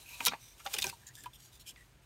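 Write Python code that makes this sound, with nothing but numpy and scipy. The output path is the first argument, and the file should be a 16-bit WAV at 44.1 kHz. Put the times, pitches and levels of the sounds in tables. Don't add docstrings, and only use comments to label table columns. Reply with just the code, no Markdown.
import sys
import numpy as np
from scipy import signal
from scipy.fft import rfft, irfft
from scipy.io import wavfile

SR = 44100
rng = np.random.default_rng(int(sys.argv[2]) if len(sys.argv) > 2 else 0)


def invert_db(x):
    u = np.asarray(x, float) / 20
    return 10 ** u


def to_wav(sig):
    pcm = np.clip(np.atleast_2d(sig), -1, 1) * 32767
    pcm = np.round(pcm).astype(np.int16)
    wavfile.write(sys.argv[1], SR, pcm.T)


N = 90404

CRACK_Q, CRACK_DB, CRACK_WIDE_DB = 11.4, -16, 9
LEAD = 5


def evened(x):
    return x / np.sqrt(np.mean(x ** 2) + 1e-20)


def add(mix, start_s, sound):
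    part = mix[round(start_s * SR):][:len(sound)]
    part += sound[:len(part)]


def resonate(x, hz, width_hz):
    turn = np.exp(2j * np.pi * np.cumsum(hz * np.ones(len(x))) / SR)
    r = np.exp(-np.pi * width_hz / SR)
    return 2 * (turn * signal.lfilter([1 - r], [1, -r], x / turn)).real


def resonate_twice(x, hz, width_hz):
    return resonate(resonate(x, hz, width_hz), hz, width_hz)


def cut(x, hz, kind):
    return signal.sosfilt(signal.butter(2, hz, kind, fs=SR, output="sos"), x)


def cut_twice(x, hz, kind):
    return cut(cut(x, hz, kind), hz, kind)


def colour(x, points):
    f, db = np.transpose(points)
    hz = np.fft.rfftfreq(len(x), 1 / SR)
    gain = invert_db(np.interp(np.log(hz + 1), np.log(f + 1), db))
    return evened(irfft(rfft(x) * gain, len(x)))


def lumpy(x, spread_db, size):
    heights = rng.standard_normal(size + 1)
    hills = np.interp(np.linspace(0, size, len(x) // 2 + 1), np.arange(size + 1), heights)
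    return evened(irfft(rfft(x) * invert_db(spread_db * hills), len(x)))


def grit(count, per_s, spread_db, smooth):
    size = invert_db(spread_db * np.minimum(rng.exponential(1, count), 4))
    size = size * (rng.random(count) < per_s / SR)
    clicks = evened(size * rng.choice([-1., 1.], count))
    return evened(clicks + smooth * rng.standard_normal(count))


def snaps(rows, rise, q, gain_db, wide_db, lead):
    out, t = np.zeros(N), np.arange(4096) / SR
    for start_s, db, hz, treble_db, fade_s in rows:
        rise_s = rise * fade_s
        up = np.minimum(t / (rise_s + 1e-4), 1) ** 2
        after = np.maximum(t - rise_s, 0) / fade_s
        quick = up * np.exp(-after ** 2)
        slow = quick + 0.3 * up * np.exp(-after / 2.5)
        clicks = grit(count=4096, per_s=4900, spread_db=2, smooth=0.74)
        clicks = clicks + lead * (np.arange(4096) == round(rise_s * SR))
        clicks = lumpy(clicks, spread_db=4.5, size=70)
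        ring = resonate_twice(clicks, hz, hz / q)
        wide = cut_twice(cut_twice(clicks, 1.99 * hz, "low"), 0.57 * hz, "high")
        fizz = cut(clicks, 8600, "high")
        parts = [(ring, slow, 0), (wide, slow, wide_db), (fizz, quick, treble_db + 15.5)]
        for part, envelope, part_db in parts:
            level = invert_db(db + gain_db + part_db) * np.sqrt(np.mean(envelope ** 2))
            add(out, start_s, level * evened(envelope * part))
    return out


def air():
    # [f/Hz, density/dB]
    air_spectrum = [(22, -53), (45, 8), (130, -19.5), (217, -19.5), (344, -13.5), (450, -19), (2110, -19),
                    (16000, -44)]
    # [f/Hz, width/Hz, level/dB]
    hum_bands = [(49.2, 15.8, -62.5), (98, 8.4, -75), (123.6, 9.1, -66.5)]
    hums = sum(invert_db(db) * evened(resonate(rng.standard_normal(N), hz, width)) for hz, width, db in hum_bands)
    return invert_db(-64.5) * colour(rng.standard_normal(N), air_spectrum) + hums


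def rubbing():
    # [t/s, length/s, level/dB, f/Hz, ring over hiss/dB]
    strokes = [(.0, 0.067, -53.5, 4230, -9), (0.048, 0.18, -49.5, 2500, -2.5),
               (0.128, 0.039, -51.5, 2570, -5), (0.123, 0.071, -53.5, 3960, 20),
               (0.393, 0.17, -53.5, 6000, -5), (0.575, 0.062, -57, 6200, -21),
               (0.911, 0.053, -54, 4300, -5.5), (1.065, 0.034, -46, 6880, 1.5),
               (1.058, 0.075, -58, 1800, 31), (1.132, 0.16, -54.5, 6000, -14),
               (1.166, 0.058, -56, 1810, 27), (1.187, 0.048, -58, 7200, 16),
               (1.332, 0.047, -53.5, 3340, -3.5), (1.377, 0.14, -56.5, 3500, -16.5),
               (1.514, 0.081, -57, 4040, -18), (1.594, 0.04, -53, 4500, -12),
               (1.656, 0.073, -54, 3170, -3.5), (1.662, 0.06, -45.5, 5570, -19),
               (1.762, 0.094, -59, 1950, 6), (2.016, .06, -67.5, 5000, -24),
               (0.641, 0.042, -48.5, 5430, -15), (1.01, 0.043, -61.5, 1740, 5),
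               (0.091, 0.12, -58, 1010, -4.5), (0.815, 0.11, -45.5, 2500, -6)]
    # [t/s, pressure/dB]
    drag = [(0, -51), (.05, -57), (.17, -52), (0.254, -36.5), (.3, -51), (.38, -59), (.52, -61.5),
            (.63, -56.5), (.68, -51), (.73, -41.5), (0.801, -45), (0.894, -39), (.915, -56.5), (.99, -59),
            (1.3, -64), (1.65, -64.5), (1.839, -63.5), (2.05, -72)]
    # [f/Hz, density/dB]
    paper_spectrum = [(120, -57), (200, -48), (373, -11.5), (1040, -3.5), (1250, -8.5), (2510, -5.5),
                      (2910, -4.5), (3900, -6), (16000, -7)]
    # [f/Hz, width/Hz, level/dB]
    table_top = [(1580, 18, 8), (2500, 39, -24), (3910, 144, -3), (6630, 210, -2), (8370, 64, 4.5),
                 (9300, 51, -33)]
    drag_db, table_db = -2, -1
    ring_q, skew, skin_hz = 10, 0.71, 1950

    raw = grit(count=N, per_s=3000, spread_db=-2, smooth=1)
    hiss = colour(raw, paper_spectrum)
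    reflected = sum(invert_db(db) * resonate(hiss, hz, width) for hz, width, db in table_top)
    hiss = evened(hiss + invert_db(table_db) * reflected)
    at_s, pressure_db = np.transpose(drag)
    out = invert_db(np.interp(np.arange(N) / SR, at_s, pressure_db) + drag_db) * hiss

    skin = cut_twice(hiss, skin_hz, "high")
    wobble = invert_db(1.86 * evened(cut(rng.standard_normal(N), 69.0, "low")))
    for start_s, length_s, level_db, hz, ring_db in strokes:
        u = np.arange(0, 1, 1 / (length_s * SR))
        k = rng.integers(0, N // 2)
        drift_hz = hz * wobble[-k - len(u) - 1:-k - 1] ** 0.13
        ring = resonate_twice(raw[k:k + len(u)], drift_hz, hz / ring_q)
        rub = lumpy(skin[k:k + 2 * len(u)], spread_db=5, size=80)[:len(u)]
        sound = evened(rub + invert_db(ring_db) * evened(ring))
        swell = np.sin(np.pi * u ** skew) ** 0.92
        add(out, start_s, invert_db(level_db) * swell * sound * wobble[k:k + len(u)])
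    return out


def bumps():
    # [t/s, level/dB, f/Hz, length/s]
    pushes = [(0.201, -58, 286, 0.06), (0.267, -52, 186, 0.072), (.32, -57.5, 243, 0.04),
              (0.415, -77, 50, 0.062), (0.709, -73, 120, 0.035), (0.775, -55.5, 363, 0.04),
              (0.801, -56.5, 52, 0.12), (0.868, -56.5, 105, 0.065), (1.229, -65, 322, 0.038),
              (1.671, -65, 52, .1), (1.7, -68.5, 119, 0.086)]
    out = np.zeros(N)
    for start_s, db, hz, length_s in pushes:
        u = np.arange(0, 1, 1 / (length_s * SR))
        push = resonate(rng.standard_normal(8192), hz, hz / 3)[-len(u):]
        add(out, start_s, invert_db(db) * evened(np.sin(np.pi * u ** 0.41) * push))
    return out


def flexes():
    # [t/s, peak/dB, f/Hz, treble/dB, fade/s]
    pops = [(.2035, -31.5, 1910, -24, 0.0033), (.205, -34, 930, -21, 0.0054),
            (.267, -25.5, 990, -22, 0.0063), (.305, -45.5, 2360, -39, 0.03),
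            (.321, -30.5, 1410, -32, 0.0029), (.333, -30, 1030, -41, 0.0057),
            (.312, -39.5, 1120, -30, .005), (.339, -39.5, 2280, -36, 0.0027), (.592, -53, 2500, -11, 0.013),
            (.652, -42.5, 592, -32, 0.012), (.659, -39, 1036, -36, 0.0062), (.663, -30, 3180, -38, 0.003),
            (.672, -31, 2500, -25, 0.0015), (.739, -44.5, 420, -22.5, 0.016),
            (.763, -33, 2600, -38, 0.0066), (.84, -42, 364, -19, 0.02), (.927, -60, 900, -14, 0.0031),
            (1.258, -46, 2600, -6.5, 0.0017), (1.759, -47, 2090, -41, 0.0037)]
    return snaps(pops, rise=0.36, q=4.05, gain_db=-8.5, wide_db=-1.5, lead=0)


def rings():
    # [t/s, peak/dB, f/Hz, fade/s]
    patches = [(0.2049, -26.5, 2430, 0.0023), (.268, -42.5, 487.5, 0.012), (.270, -35, 1384, 0.0087),
               (.282, -27, 2362, 0.0033), (0.601, -46.5, 1346, .006), (.662, -37, 797, 0.0086),
               (.661, -37, 1444, 0.0035), (.738, -38, 2310, 0.0025), (.740, -47.5, 835, 0.0095),
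               (0.7852, -31.5, 2500, 0.0029), (.785, -47.5, 792, .006), (.786, -65, 404, 0.0035),
               (0.8204, -26, 3850, .0015), (.824, -27.5, 3810, 0.0019), (.8275, -24, 3690, 0.0014),
               (.823, -42, 2500, .005), (.8415, -23, 2456, 0.002), (.842, -26.5, 6450, 0.0012),
               (.843, -37.5, 1580, 0.0063), (.843, -39, 977, 0.0037), (.852, -47, 2500, .003),
               (.868, -29.5, 6000, 0.00073), (.870, -47, 1530, 0.01), (.862, -47.5, 797, 0.014),
               (.927, -45.5, 952, 0.0047), (1.241, -49.5, 1680, 0.0084), (1.2575, -48, 3110, 0.0025),
               (1.259, -50, 2500, 0.0029), (1.259, -39.5, 985, 0.007), (1.266, -56, 3130, 0.002)]
    rise, rough = 0.13, 0.45
    out, t = np.zeros(N), np.arange(4096) / SR
    for start_s, db, hz, fade_s in patches:
        attack = (1 - np.exp(-t / (rise * fade_s))) ** 2
        shape = attack * np.exp(-(t / (1.8 * fade_s)) ** 1.65)
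        unsteady = evened(resonate(rng.standard_normal(4096), hz, hz / 6))
        tone = np.sin(2 * np.pi * hz * t) + rough * unsteady
        add(out, start_s, invert_db(db) * shape / shape.max() * tone)
    return out


def cracks():
    # [t/s, peak/dB, f/Hz, treble/dB, fade/s]
    releases = [(.2517, -25, 7140, -4, 0.0013), (.259, -28, 9500, 5, 0.0025),
                (.2615, -19, 3880, -0.5, 0.0088), (.2675, -17, 2800, -5, 0.0023),
                (.274, -27.5, 3380, -6, 0.0064), (.737, -27.5, 2500, -3, 0.0079),
                (.740, -25, 5300, -31, 0.0032), (.750, -31.5, 2720, 8.5, 0.00059),
                (.8205, -24, 4330, -29, 0.0035), (.824, -34, 3900, -38, 0.0045),
                (.8408, -30, 3630, 0, 0.0037), (.868, -26.5, 5900, -5, 0.0022),
                (1.153, -38.5, 6940, -39, 0.003), (1.236, -46, 3300, 2.5, 0.0054)]
    return snaps(releases, rise=0.19, q=CRACK_Q, gain_db=CRACK_DB, wide_db=CRACK_WIDE_DB, lead=LEAD)


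def ticks():
    # [t/s, peak/dB, lowest f/Hz, fade/s]
    threads = [(0.2524, -4.5, 3220, .0007), (0.2543, -23, 3000, .003), (0.2612, -6, 2500, 0.00066),
               (0.261, -17, 2200, 0.0032), (0.2673, -9, 2200, 0.0033), (0.2715, -9, 6000, 0.0016),
               (0.27, -24, 1500, 0.0018), (.2825, -23, 2000, .0015), (0.666, -44, 1500, 0.0011),
               (.666, -37, 1200, 0.007), (.7345, -36, 4000, .002), (0.7373, -27, 2000, 0.0035),
               (.7425, -28, 4000, .002), (.7505, -29, 3000, 0.0012), (.766, -35, 5000, .002),
               (0.785, -18, 4000, .002), (0.781, -47, 2500, .003), (.801, -24, 2500, .001),
               (.8142, -24, 3000, 0.0032), (0.827, -14, 6000, 0.0012), (.836, -43, 3000, .002),
               (.8425, -25, 3000, 0.00083), (.8515, -27, 2500, 0.0022), (0.868, -38, 3000, .001),
               (0.894, -27, 3000, 0.00089), (.899, -27, 2500, 0.00092)]
    out, t = np.zeros(N), np.arange(1024) / SR
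    for start_s, db, low_hz, fade_s in threads:
        burst = (rng.standard_normal(1024) + LEAD * (t == 0)) * np.exp(-t / fade_s)
        puff = cut_twice(burst, low_hz, "high")
        add(out, start_s, invert_db(db) * puff / abs(puff).max())
    return out


def scrapes():
    # [t/s, peak/dB, f/Hz, treble/dB, fade/s]
    edges = [
        (.279, -18, 3300, -22, 0.0028),
        (.731, -35.5, 5600, 6, 0.0023),
        (.762, -39, 6000, -14, 0.00075),
        (.7815, -23, 3560, -3.5, 0.0047),
        (.894, -32.5, 2780, -9, 0.0035),
    ]
    return snaps(edges, rise=1.2, q=CRACK_Q, gain_db=CRACK_DB, wide_db=CRACK_WIDE_DB, lead=LEAD / 2)


def slide():
    # [t/s, f/Hz, level/dB]
    path = [
        (1.652, 2380, -73),
        (1.662, 2410, -66),
        (1.686, 2450, -55),
        (1.696, 3300, -50),
        (1.704, 3440, -53.5),
        (1.712, 2670, -61),
        (1.724, 2300, -69),
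    ]
    width_hz, upper_hz, upper_width_hz, upper_db = 190, 6100, 270, -79
    at_s, hz, db = np.transpose(path)
    t = np.arange(at_s[0], at_s[-1], 1 / SR)
    glide_hz = np.interp(t, at_s, hz)
    low = evened(resonate_twice(rng.standard_normal(len(t)), glide_hz, width_hz))
    high = evened(resonate_twice(rng.standard_normal(len(t)), upper_hz, upper_width_hz))
    out = np.zeros(N)
    add(out, at_s[0], invert_db(np.interp(t, at_s, db)) * low + invert_db(upper_db) * np.hanning(len(t)) * high)
    return out


def room(x):
    level_db, t60_s, top_hz = -14.5, 0.056, 5000
    t = np.arange(SR // 2) / SR
    echoes = rng.choice([-1., 1.], len(t)) * (rng.random(len(t)) < .05)
    tail = cut(echoes * (t > .004) * invert_db(-60 * t / t60_s), top_hz, "low")
    return invert_db(level_db) * signal.fftconvolve(x, tail / np.linalg.norm(tail))[:N]


def scene():
    paper = rubbing() + flexes() + rings() + cracks() + ticks() + scrapes() + slide()
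    return (paper + room(paper) + bumps() + air())[None]


def low_pass(x):
    return signal.sosfilt(signal.butter(12, 16820, fs=SR, output="sos"), x)


def record(dry):
    # [f/Hz, gain/dB]
    mic = [(0, -1), (1500, -2.5), (2000, -4.5), (2400, -1.5), (9500, -2), (10500, -7), (11500, -2.5),
           (15300, -8)]
    edge_hz = 15850
    hz, db = np.transpose(mic)
    corners_hz = [*hz, edge_hz - 100, edge_hz + 50, SR / 2]
    taps = signal.firwin2(511, corners_hz, [*invert_db(db), invert_db(db[-1]), .006, 0], fs=SR)
    mix = signal.oaconvolve(cut(dry, 59.3, "high"), taps[None], "same")
    return low_pass(mix)


dry = scene()
out = record(dry)
to_wav(out)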